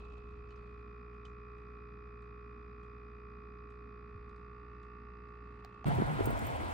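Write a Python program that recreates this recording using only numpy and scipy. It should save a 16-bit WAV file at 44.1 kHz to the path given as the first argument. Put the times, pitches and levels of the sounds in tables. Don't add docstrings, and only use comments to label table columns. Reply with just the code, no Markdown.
import sys
import numpy as np
from scipy import signal
from scipy.fft import rfft, irfft, next_fast_len
from scipy.io import wavfile
from scipy.ndimage import uniform_filter1d

SR = 44100
rng = np.random.default_rng(int(sys.argv[2]) if len(sys.argv) > 2 else 0)


def invert_db(level):
    return 10 ** (np.asarray(level, dtype=float) / 20)


def dump_mix(stems):
    frames = np.atleast_2d(stems).T
    limited = np.clip(frames, -1, 1)
    pcm = np.round(limited * 32767).astype(np.int16)
    wavfile.write(sys.argv[1], SR, pcm)


N = 296969
T = np.arange(N) / SR
SHAFT_HZ, FAN_HZ = 59.41, 17.5
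CUT_S = 5.855
DOOR_S = 5.65
PORTS = np.array([[1], [-1]])


def curves(table):
    s, *columns = np.transpose(table)
    return [np.interp(T, s, column) for column in columns]


def unit(x):
    return x / np.sqrt(np.mean(np.abs(x) ** 2))


def ring(x, hz, width_hz):
    return signal.lfilter(*signal.iirpeak(min(hz, 0.45 * SR), hz / width_hz, fs=SR), x)


def band(x, low_hz, high_hz):
    return signal.sosfilt(signal.butter(3, [low_hz, high_hz], "bandpass", fs=SR, output="sos"), x)


def steep(x, low_hz, high_hz):
    sos = signal.ellip(6, 0.5, 70, [low_hz, high_hz], "bandpass", fs=SR, output="sos")
    return unit(signal.sosfilt(sos, x))


def coloured(spectrum, channels):
    hz, db = np.transpose(spectrum)
    size = next_fast_len(N)
    bins = np.log(np.fft.rfftfreq(size, 1 / SR) + 1)
    gain = invert_db(np.interp(bins, np.log(hz), db)) * np.sqrt(SR / 2)
    return irfft(rfft(rng.standard_normal((channels, size))) * gain, size)[:, :N]


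def walk(rate):
    k = int(SR / rate)
    levels = rng.standard_normal(int(N / SR * 400))[:N // k + 1]
    smooth = uniform_filter1d(uniform_filter1d(np.repeat(levels, k), k), k)
    return 1.2 * smooth[:N]


def panned(x, pan_db):
    return x * invert_db(PORTS / 2 * pan_db)


def burst(s, t60, rise=0.0012):
    out, start = np.zeros(N), int(s * SR) + 1
    age = T[start:start + int(abs(t60) * SR) + 64] - s
    fall = np.exp(-np.log(1000) * age / max(t60, 0.002))
    out[start:start + len(age)] = (1 - np.exp(-age / rise)) * fall
    return out


# pitch_hz, wander_hz, level_db
FAN_TONES = [(103.7, 1.5, -70), (70.1, 3.5, -69), (196.8, 4.03, -71.5), (206.1, 2, -72.5),
             (239.4, 3, -77.5)]
# pitch_hz, level_db_per_hz
FAN_AIR = [(20, -103), (40, -98), (75, -85.5), (145, -90), (200, -84.5), (300, -88), (450, -101),
           (600, -108), (1000, -107.5), (2600, -113), (3000, -125), (5300, -130), (6500, -139),
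           (9300, -142), (9800, -150)]


def fans():
    tones = invert_db(-78.5) * np.cos(2 * np.pi * (120 * T - 0.61))
    for hz, wander_hz, db in FAN_TONES:
        tone = unit(np.sin(2 * np.pi * np.cumsum(hz + wander_hz * walk(6)) / SR))
        tones += invert_db(db) * tone * invert_db(0.35 * wander_hz * walk(5.5))
    mid, side = coloured(FAN_AIR, channels=2)
    side = 1.1 * signal.sosfilt(signal.butter(2, 500, "highpass", fs=SR, output="sos"), side)
    return panned(tones + mid, -1.1) + side * PORTS


# middle_s, half_length_s, rumble_db, rustle_db, blur (spread of the compressor lines)
GRIP_SHIFTS = [(0, 0.072, -66, -80.5, 2.8), (0.128, 0.092, -75, -84, 3.3), (0.351, 0.21, -58, -93.5, 2.5),
               (0.55, 0.062, -80, -89, 1.5), (0.675, 0.2, -70, -92.5, 0.83), (1.649, 0.25, -87.5, -100, 3),
               (2.1, .04, -74, -105, 0.27), (4.24, 0.12, -58.5, -105, 1.7), (4.738, 0.054, -67, -105, 0.27),
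               (5.082, .06, -79, -105, 0.28), (5.832, 0.47, -64, -85.5, 0.75)]


def grip():
    rumble, rustle, blur = invert_db(-81.5), invert_db(-103), 2.97
    for s, half, rumble_db, rustle_db, more in GRIP_SHIFTS:
        bump = np.exp(-((T - s) / half) ** 2)
        rumble = rumble + invert_db(rumble_db) * bump
        rustle = rustle + invert_db(rustle_db) * bump
        blur = blur + more * bump
    return rumble, rustle, blur


def hand():
    rumble, rustle, _ = grip()
    skin = rng.standard_normal((2, N))
    grains = unit(band(skin, 3300, 4300)) + 0.93 * unit(band(skin, 2800, 3300))
    grains += 0.37 * unit(band(skin, 4300, 8000)) + 3.7 * unit(band(skin, 380, 1100))
    low = invert_db(-3) * rumble * unit(band(rng.standard_normal(N), 28, 83))
    return low + rustle * invert_db(4.2 * walk(200)) * grains


# start_s, peak_db, ring_hz, pan_db, bright_edge_db (against the peak)
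PLASTIC_TICKS = [(0.0433, -64, 3750, 0, -24), (0.1007, -64, 3330, 4, -26), (0.1251, -65, 3550, 0, -24),
                 (0.168, -67, 3180, 0, -24), (0.2513, -71, 3780, 0, -20), (0.2892, -67, 3370, 0, -20),
                 (0.3082, -66, 3720, 8, -22), (0.4708, -74, 4540, 0, -20), (0.622, -72, 4510, -1, -20),
                 (0.4883, -70, 5200, 3, -13), (0.506, -62, 4320, 6, -23), (0.5591, -69, 5070, -4, -10),
                 (0.7394, -73, 3460, 8, -15), (1.1394, -64, 2910, -2, -17), (1.2521, -50.5, 3220, -14, -28),
                 (1.5808, -68, 3380, 5, -10), (2.221, -65.5, 3860, -8, -11.5), (2.833, -65, 3360, -8, -10),
                 (3.7022, -63, 3400, 4, -6.5), (4.2927, -62, 3540, -5, -15), (4.361, -68.5, 4620, -5, -3.5),
                 (4.829, -61, 3480, -6, -14), (5.2849, -75, 4670, -15, -7)]


def ticks():
    out, t60 = np.zeros((2, N)), 0.05
    noise = rng.standard_normal((3, N))
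    crack = unit(band(band(noise[2], 2900, 7800), 2500, 7800))
    body = unit(ring(ring(noise[1], 800, 200), 820, 500))
    edge = unit(band(noise[1], 5600, 9200))
    for s, db, hz, pan_db, edge_db in PLASTIC_TICKS:
        near = slice(int(s * SR) - 500, int(s * SR) + 8000)
        body_db = -6 - 15.5 * np.log2(hz / 3000)
        rung = unit(ring(ring(noise[0, near], hz, 700), hz, 1200)) + invert_db(body_db) * body[near]
        snap = burst(s, 0.0071, rise=0.00047) + 0.12 * burst(s, 4.4 * t60)
        sharp = (crack + invert_db(edge_db + 7) * edge) * snap
        tick = sharp[near] + rung * burst(s, t60)[near]
        out[:, near] += panned(invert_db(db - 9.5) * tick, pan_db)
    return out


# start_s, peak_db, pitch_hz, t60_s
JAR_PINGS = [(.5066, -63.5, 3000, 0.044), (.5066, -61, 4300, .018), (.5066, -66, 1500, .03),
             (.5066, -82, 6300, .03), (.5593, -68, 5080, .043), (.5593, -76, 6099, 0.042),
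             (.575, -82.5, 4520, .5), (1.2526, -55, 3020, 0.038), (1.2528, -62, 3470, .03),
             (1.2528, -64, 4150, .015), (1.2528, -65, 4800, .018), (1.2528, -69, 5600, .015),
             (1.2528, -67, 6500, .02), (1.2528, -66, 875, .045)]


def pings():
    out = np.zeros(N)
    for s, db, hz, t60 in JAR_PINGS:
        out += invert_db(db) * np.sin(2 * np.pi * hz * (T - s)) * burst(s, t60, rise=0.00041)
    return out


# start_s, peak_db, pitch_hz, crack_db, bright_db
SEAL_SNAPS = [
    (5.648, -42.5, 740, -37, -62),
    (5.8439, -32, 754, -39.5, -85),
]


def seal_snaps():
    out = np.zeros((2, N))
    noise = rng.standard_normal((3, N))
    crack = unit(band(noise[1] + 0.95 * noise[:2], 1000, 4400))
    bright = 0.7 * steep(noise[2] + 0.57 * noise[:2], 6500, 13000) + 1.5 * steep(noise[2], 13000, 15600)
    for s, db, hz, crack_db, bright_db in SEAL_SNAPS:
        out += invert_db(db) * np.sin(2 * np.pi * hz * (T - s)) * burst(s, 0.019, rise=0.00063)
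        fall = burst(s, 0.0039, rise=0.00024) + 0.024 * burst(s, 0.14)
        out += (invert_db(crack_db) * crack + invert_db(bright_db) * bright) * fall
    return out


# start_s, peak_db, pitch_hz
FOOT_THUDS = [
    (4.1525, -33, 78),
    (4.28, -52, 47),
]


def thuds():
    out = np.zeros(N)
    for s, db, hz in FOOT_THUDS:
        out += invert_db(db + 3) * np.sin(2 * np.pi * hz * (T - s)) * burst(s, 0.076, rise=0.006)
    return out


# pitch_hz, width_hz, level_db, angle_turns
VALVE_REEDS = [(2920, 27, -97, 0.067), (3040, 200, -103, 0.1), (3530, 250, -89.5, 0.92),
               (3580, 620, -92.5, 0.28), (3937, 120, -94, .1), (4620, 250, -94, 0.12),
               (4850, 240, -88, 0.042), (4980, 140, -99, 0.81), (5880, 110, -104, 0.47)]
# time_s, lower_high_ring_share, low_ring_db, middle_ring_db
REED_SHIFT = [(0, 0.2, 6, -1), (.65, 0.84, 7.5, -0.5), (.9, 0.05, 0.5, 0.5), (3.5, 0.06, 0, -0.5),
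              (4, 0.8, 0, -0.5), (4.9, 0.8, -0.5, -2), (5.2, 0.82, 3, -4), (5.85, 0.84, 3, -6)]


def reeds():
    out = np.zeros((2, N))
    turn = SHAFT_HZ * T + 0.0015 * walk(50)
    high, low_db, middle_db = curves(REED_SHIFT)
    for hz, width_hz, db, angle in VALVE_REEDS:
        since = (turn - angle) % 1
        size = invert_db(0.8 * rng.standard_normal(500))[(turn - angle + 1).astype(int)]
        gas = np.exp(-since / 0.33) * rng.standard_normal((2, N))
        slap = 13 * (np.diff(since, prepend=0) < 0) + gas
        shift_db = low_db * (3000 < hz < 3200) + middle_db * (3200 < hz < 3560)
        shift_db = shift_db + high * (3.5 * (4300 < hz < 4800) - 1.5 * (4800 <= hz < 5400))
        shift_db = shift_db - 1.0 * (T > DOOR_S)
        out += invert_db(db + shift_db) * unit(ring(ring(slap * size, hz, width_hz), hz, 3 * width_hz))
    return out


TOP_MULTIPLE = 47
# shaft_multiple, left_db, right_db, moved_left_db, moved_right_db
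LOW_LINES = [(1, -52.5, -52.0, -53.5, -53.5), (2, -62.5, -62, -64, -62.5), (3, -68.0, -68.5, -69.5, -70),
             (4, -71.5, -71.5, -73.5, -73), (5, -77, -77.5, -76, -75.5), (6, -76.5, -75, -75.5, -71.0),
             (7, -57.5, -54.5, -61, -57.5), (8, -73, -73, -76.5, -73.0), (9, -92.5, -91, -88, -82.0),
             (10, -93.5, -92.5, -94, -89.5), (11, -92.5, -91, -90, -91.5), (12, -84.5, -80.5, -87.5, -84.5),
             (13, -88.5, -80.5, -91, -83), (14, -87, -80.5, -84.0, -77.5), (15, -87, -89.5, -77.0, -78.5),
             (16, -88, -82, -81.5, -79), (17, -86, -80, -94.5, -86.5), (18, -71.5, -64.5, -72, -73),
             (19, -68, -62.5, -62, -60.0), (20, -69, -62.5, -67, -57.5), (21, -67, -72.5, -74, -72.5),
             (22, -67, -67.5, -67, -71), (23, -69.5, -68.0, -71, -70), (24, -81.5, -71, -73, -70.5),
             (25, -81, -77, -76.5, -76)]
# shaft_multiple, left_db, right_db, moved_left_db, moved_right_db
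BUZZ_LINES = [(26, -88, -83.5, -83, -84), (27, -87, -84.5, -86, -86), (28, -84, -82, -82, -81.5),
              (29, -79.5, -79.5, -78, -77.5), (30, -79.5, -82.5, -77, -74.5), (31, -77.5, -76, -74.0, -72),
              (32, -80, -86, -83.5, -82.5), (33, -75.5, -80.5, -80, -76), (34, -80.5, -81.5, -82, -78.0),
              (35, -84, -87, -85.5, -81), (36, -82.5, -87.0, -79, -78.5), (37, -95, -94.0, -93.5, -85.5),
              (38, -87, -80, -84, -83), (39, -81.5, -82.5, -87, -79.5), (40, -78.5, -77, -90, -85.5),
              (41, -72.5, -74.5, -78, -78.0), (42, -70.5, -75.5, -80, -77.5), (43, -81, -78.5, -84, -76.5),
              (44, -93.0, -77.5, -74, -76.5), (45, -92.5, -87.5, -89, -85), (46, -98, -91.5, -93, -83.5),
              (47, -100.0, -98.5, -88.5, -88.5)]
PORT_LEADS = [(6, -1.5, 0.7), (7, -0.54, -0.3), (8, 0.9, 0.5), (12, 1.43, 0.8), (13, 1.5, 0.4),
              (14, 1.8, -0.023), (15, 1, 0.5), (16, 0.5, -0.6), (17, -0.9, 2.3), (18, 1.87, 0),
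              (19, 0.0, -1.1), (20, 1.5, -0.97), (21, -1.65, 1.1), (22, 0.5, 0.9), (23, 1, 0.7),
              (24, 2.5, 0.67), (25, -1.1, 0.3), (30, 0, 0), (31, -1.2, 0.2), (33, 0, 0), (34, 1, 1),
              (35, -0.5, -0.7), (36, 1, 1), (38, 1, -1.1), (39, -1.5, 1), (40, 1, 2.2), (41, 0.15, 3),
              (42, 0.67, 0.5), (43, 0.1, 0.8), (44, -1.5, 0.9), (45, -1.5, -0.62), (46, 3, 1),
              (47, -2, 1.1)]


def line_levels():
    db, lead = np.zeros((TOP_MULTIPLE + 1, 4)), np.zeros((TOP_MULTIPLE + 1, 2))
    for k, *row in list(LOW_LINES) + list(BUZZ_LINES):
        db[int(round(k))] = row
    for k, *row in PORT_LEADS:
        lead[int(round(k))] = row
    late = np.exp(-2j * np.pi * 0.0043 * np.arange(TOP_MULTIPLE + 1))[:, None]
    half = np.array([0.5j, -0.5j])
    before = invert_db(db[:, :2]) * np.exp(half * lead[:, :1])
    after = invert_db(db[:, 2:]) * np.exp(half * lead[:, 1:]) * late
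    return before, after


PARTS = [(1, 0.13, 0.031), (2, 0.75, 0.034), (9, 1, 0.05), (17, 0.21, 0.05), (26, 0.041, 0.046),
         (37, 0.051, 0.04), (43, 0.063, 0.035)]
SLAPS = [(.24, .25, .5), (.439, .438, .5), (.16, .8, .53), (.432, .164, .41), (.182, .43, .28),
         (.278, .478, .47), (.278, .478, .47)]
UNEVEN = [.04, .04, .12, .15, .14, .21, .19]
TWINS = [.02, .03, .1, .07, .08, .1, .1]
# settling_db (while the phone settles), door_db (after the seal lets go)
PART_STEPS = [(3, -5.5), (0.1, -2.5), (1, 1), (-2, 0.2), (-5.5, -1.5), (-6, -1), (7.5, 2.5)]
MOVED = [0.017, 0.027, 0.09, 0.11, 0.24, 0.86, 0.79]


def compressor():
    jitter_rad, rock_rad, scatter = 0.5, 0.79, 0.38
    hold = 32
    out, (before, after), blur = np.zeros((2, N)), line_levels(), grip()[2]
    turn, line = np.exp(2j * np.pi * SHAFT_HZ * T), 1
    fan = np.pi * FAN_HZ * T + 0.54 * walk(3)
    rocking = np.sin(2 * fan) + 0.97 * np.sin(fan)
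    stops, moved = np.linspace(0, CUT_S, num=7), np.array(MOVED)
    settling, door = np.exp(-(T / 0.53) ** 2), np.clip((T - DOOR_S) / 0.025, 0, 1)
    ends = [part[0] for part in PARTS[1:]] + [TOP_MULTIPLE + 1]
    groups = zip(PARTS, ends, SLAPS, UNEVEN, TWINS, PART_STEPS)
    for (first, smear, drift), end, (suction, discharge, share), uneven, twin, (settle_db, door_db) in groups:
        lines, rocked = np.zeros((2, N), complex), np.zeros((2, N), complex)
        for k in range(int(round(first)), int(round(end))):
            line = line * turn
            slaps = (1 - share) * np.exp(-2j * np.pi * k * suction)
            slaps += share * np.exp(-2j * np.pi * k * discharge)
            phase = np.exp(1j * (np.angle(slaps) + smear * rng.standard_normal()))
            rock = np.exp(2j * np.pi * rng.random())
            for side in range(2):
                room = 1 + drift * (rng.standard_normal(7) + 1j * rng.standard_normal(7))
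                here = before[k, side] + moved * (after[k, side] - before[k, side])
                gain = np.interp(T[::hold], stops, here * phase * room)
                heard = np.repeat(gain, hold)[:N] * line
                lines[side] += heard
                rocked[side] += rock * heard
        grain = scatter * uneven * blur * np.exp(2.5j * walk(35))
        lines = lines * np.exp(1j * uneven * blur * (jitter_rad * walk(60) + rock_rad * rocking))
        twins = twin * rocked * np.exp(-2j * np.pi * FAN_HZ * T)
        level = invert_db(settle_db * settling + door_db * door)
        out += np.sqrt(2) * np.real(lines + twins + grain * rocked) * level
    return out


# time_s, tyres_db, engines_db
TRAFFIC = [(5.86, -59, -46), (5.868, -54, -40), (6.0, -56, -42), (6.1, -57, -40.5), (6.2, -56, -41),
           (6.3, -56.5, -42.5), (6.41, -55.5, -44.5), (6.52, -55.5, -43.5), (6.62, -57.5, -44),
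           (6.73, -57, -43.5)]
# pitch_hz, level_db_per_hz
STREET = [(120, -8), (200, 7), (310, -4.5), (402, -9), (461, -8.5), (845, -4), (1140, -10), (1440, -11),
          (6070, -39), (7500, -26.5), (9750, -53), (16500, -120)]
# pitch_hz, shared_share, left_lead_rad
PORT_SHARING = [(191, 0.22, 4.1), (347, 0.57, 1.93), (1400, 0.82, 2.54), (1885, 0.79, 2.9),
                (2026, 0.17, 4.4), (3040, 0.77, 5.6), (3360, 0.17, 7.6), (7200, 0.33, 8.1)]


def traffic():
    shared, left, right = rfft(coloured(STREET, channels=3))
    hz, share, lead = np.transpose(PORT_SHARING)
    bins = np.log(np.fft.rfftfreq(N, 1 / SR) + 1)
    share = np.clip(np.interp(bins, np.log(hz), share), 0, 1)
    lead = np.interp(bins, np.log(hz), lead)
    common = np.sqrt(share) * np.array([shared, shared * np.exp(-1j * lead)])
    noise = irfft(common + np.sqrt(1 - share) * np.array([left, right]), N)
    tyres_db, engines_db = curves(TRAFFIC)
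    engines, tyres = unit(band(noise, 253, 1560)), unit(band(noise, 1940, 6000))
    murmur = sum(invert_db(1.33 * walk(18)) * band(engines, low, 1.506 * low)
                 for low in (201.4, 299, 448, 674, 986, 1614))
    roll = sum(invert_db(0.99 * walk(30)) * band(tyres, low, 1.406 * low) for low in (1628, 2406, 3370, 5270))
    return invert_db(engines_db + 5.5 + 1.1 * walk(40)) * murmur + invert_db(tyres_db + 6) * roll


# low_hz, high_hz, level_db
HISS_SUM = [(6140, 8700, -19), (7680, 10000, 0.5), (9870, 10900, -7.5), (13240, 14300, -9.5),
            (14300, 15800, -8)]
# low_hz, high_hz, level_db
HISS_DIFFERENCE = [(6300, 6700, -10), (9600, 11100, -4.5), (11200, 13000, -2), (13000, 14400, -10)]
# start_s, peak_db, high_hz, low_hz, high_ring_db (against the peak)
JINGLES = [(5.8599, -52, 15360, 7800, -12), (5.867, -44, 15300, 7740, -10), (5.881, -35.5, 15400, 9560, -5),
           (5.9496, -41, 15600, 8440, -6), (6.0634, -50, 15100, 8000, -12), (6.2106, -48, 15500, 8770, -10),
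           (6.243, -36, 15100, 7500, -14), (6.2564, -28, 15400, 9540, 1), (6.263, -35, 15200, 9100, -4),
           (6.3054, -36, 15500, 8760, -1), (6.3747, -40, 15500, 9000, -6), (6.391, -32.5, 15000, 7700, -16),
           (6.448, -37, 14300, 7400, -12), (6.467, -33.5, 14300, 7200, -14), (6.282, -45, 15200, 8500, -5),
           (6.292, -43, 15400, 8000, -3), (6.332, -42, 15000, 8500, -14)]


def hiss():
    tyres_db, _ = curves(TRAFFIC)
    white = rng.standard_normal((2, N)) * invert_db(tyres_db - 13 + 2 * walk(120))
    wash = rng.standard_normal((2, N))
    for s, db, *_ in JINGLES:
        white += invert_db(db - 22) * wash * burst(s, 0.028)
    scale = np.sqrt(np.mean(white[0] ** 2))
    mid = sum(invert_db(db) * steep(white[0], low, high) for low, high, db in HISS_SUM)
    side = sum(invert_db(db) * steep(white[1], low, high) for low, high, db in HISS_DIFFERENCE)
    return scale * np.array([mid + side, mid - side])


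# start_s, length_s, end_db, pitch_hz, left_lead_rad
CHIMES = [
    (6.449, .028, -55, 14300, .9),
    (6.451, .03, -60, 12100, 3.1),
]


def keys():
    out, noise = np.zeros((2, N)), rng.standard_normal(N)
    click = steep(noise, 5200, 11100) + 0.7 * steep(noise, 13200, 15800)
    click = click + 0.6 * PORTS * steep(noise, 11000, 13100)
    for s, db, high_hz, low_hz, high_db in JINGLES:
        out += invert_db(db - 15) * click * burst(s, 0.0074, rise=0.00033)
        rings = invert_db(high_db) * np.sin(2 * np.pi * high_hz * (T - s))
        rings += 0.34 * np.sin(2 * np.pi * low_hz * (T - s))
        rings = rings + invert_db(high_db - 6) * PORTS * np.sin(2 * np.pi * 12200 * (T - s))
        out += invert_db(db - 5) * rings * burst(s, 0.015, rise=0.00074)
    out += invert_db(-54) * steep(rng.standard_normal(N), 10900, 13300) * burst(6.2564, 0.016, rise=0.0004)
    for s, length, db, hz, lead in CHIMES:
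        growth_db = -5 * np.clip(1 - (T - s) / length, 0, 1)
        stop_db = -1500 * np.clip(T - s - length, 0, 1)
        swell = np.clip((T - s) / 0.003, 0, 1) * invert_db(growth_db + stop_db + 4.5 * walk(250))
        out += invert_db(db) * swell * np.sin(2 * np.pi * hz * T + lead / 2 * PORTS)
    return out


# middle_s, peak_db, half_length_s, pitch_hz, pan_db
HEAVES = [(5.9, -41, 0.034, 52, -4), (6.059, -38, 0.027, 48, -5), (6.158, -46, .02, 48, -4),
          (6.241, -38, 0.034, 50.3, 0), (6.344, -37, .025, 48.4, 1.5), (6.378, -41, .012, 50, 0),
          (6.424, -47, .02, 52, 0), (6.57, -44, .035, 52.5, 0), (6.645, -47, .03, 50, -3),
          (6.717, -47, .03, 50, -1)]


def heaves():
    out = np.zeros((2, N))
    for s, db, half, hz, pan_db in HEAVES:
        swing = np.cos(2 * np.pi * hz * (T - s) + 0.6 * PORTS)
        out += panned(invert_db(db + 1) * np.exp(-((T - s) / half) ** 2) * swing, pan_db)
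    return out


# start_s, peak_db, pitch_hz, pan_db
PUFFS = [(5.866, -27, 259, -4), (5.883, -26.5, 290, -11), (5.986, -25, 372, -7), (5.999, -22, 292, 8),
         (6.021, -18.5, 336, -1.5), (6.114, -31, 288, -3), (6.192, -27, 410, -6), (6.207, -18.5, 404, 1),
         (6.273, -20, 328, -0.5), (6.295, -26.5, 258, 4), (6.328, -28, 266, -1), (6.35, -37, 250, 2),
         (6.374, -34, 730, -4), (6.562, -43, 690, 18), (6.61, -40, 314, -10), (6.688, -38, 390, 1)]


def puffs():
    out = np.zeros((2, N))
    for s, db, hz, pan_db in PUFFS:
        fall = 1 - 3.8 * np.clip(T - s, 0, 0.05)
        phase = 2 * np.pi * hz * (T - s) * fall + np.array([[2.1], [0]])
        out += panned(invert_db(db + 4.5) * np.sin(phase) * burst(s, 0.021, rise=0.00063), pan_db)
    return out


# time_s, level_db, pan_db, eddy_hz
GUSTS = [(5.856, -32.5, 0, 150), (5.935, -35, -3, 139.9), (5.952, -39.5, 0, 110.2),
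         (5.978, -32.5, -1.5, 118.3), (6.024, -39, -4, 175.3), (6.05, -43, 0, 90.2),
         (6.104, -36, 1.5, 146.9), (6.14, -41.5, -2, 144.9), (6.2, -42, 0, 105), (6.254, -40, 1.5, 94.8),
         (6.292, -35.5, -5, 134.7), (6.312, -44, 3, 109.7), (6.335, -38, 1, 74.9), (6.4, -49, -2.5, 115),
         (6.436, -41, -1, 95), (6.51, -46.5, -2, 130.3), (6.578, -43, 0, 82.3), (6.73, -48, 1.5, 85.2)]


def wind():
    db, pan_db, hz = curves(GUSTS)
    spin = np.exp(2j * np.pi * np.cumsum(hz + 6 * walk(25)) / SR) * np.exp(0.8j * walk(110))
    eddies = np.array([np.real(spin * np.exp(1j * (lead + 0.69 * walk(70)))) * invert_db(1.4 * walk(60))
                       for lead in (1.4, 0)])
    eddies = unit(band(eddies, 62, 380))
    flutter = unit(np.tanh(0.82 * eddies))
    rumble = unit(band(rng.standard_normal((2, N)) + 0.32 * rng.standard_normal(N), 50, 100))
    return invert_db(db + 3 + np.array([pan_db, -pan_db]) / 2) * flutter + invert_db(-51.5) * rumble


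def scene():
    outdoors = np.clip((T - CUT_S) / 0.0021, 0, 1)
    handling = hand() + ticks() + pings() + seal_snaps() + thuds()
    kitchen = fans() + handling + reeds() + compressor()
    street = traffic() + hiss() + keys() + heaves() + puffs() + wind()
    return kitchen * (1 - outdoors) + street * outdoors


def band_limit(x):
    return signal.sosfilt(signal.butter(12, 16800, fs=SR, output="sos"), x)


def record(dry):
    top_cut = signal.ellip(8, 0.2, 70, 15900, fs=SR, output="sos")
    return band_limit(signal.sosfilt(top_cut, dry))


dry = scene()
out = record(dry)
dump_mix(out)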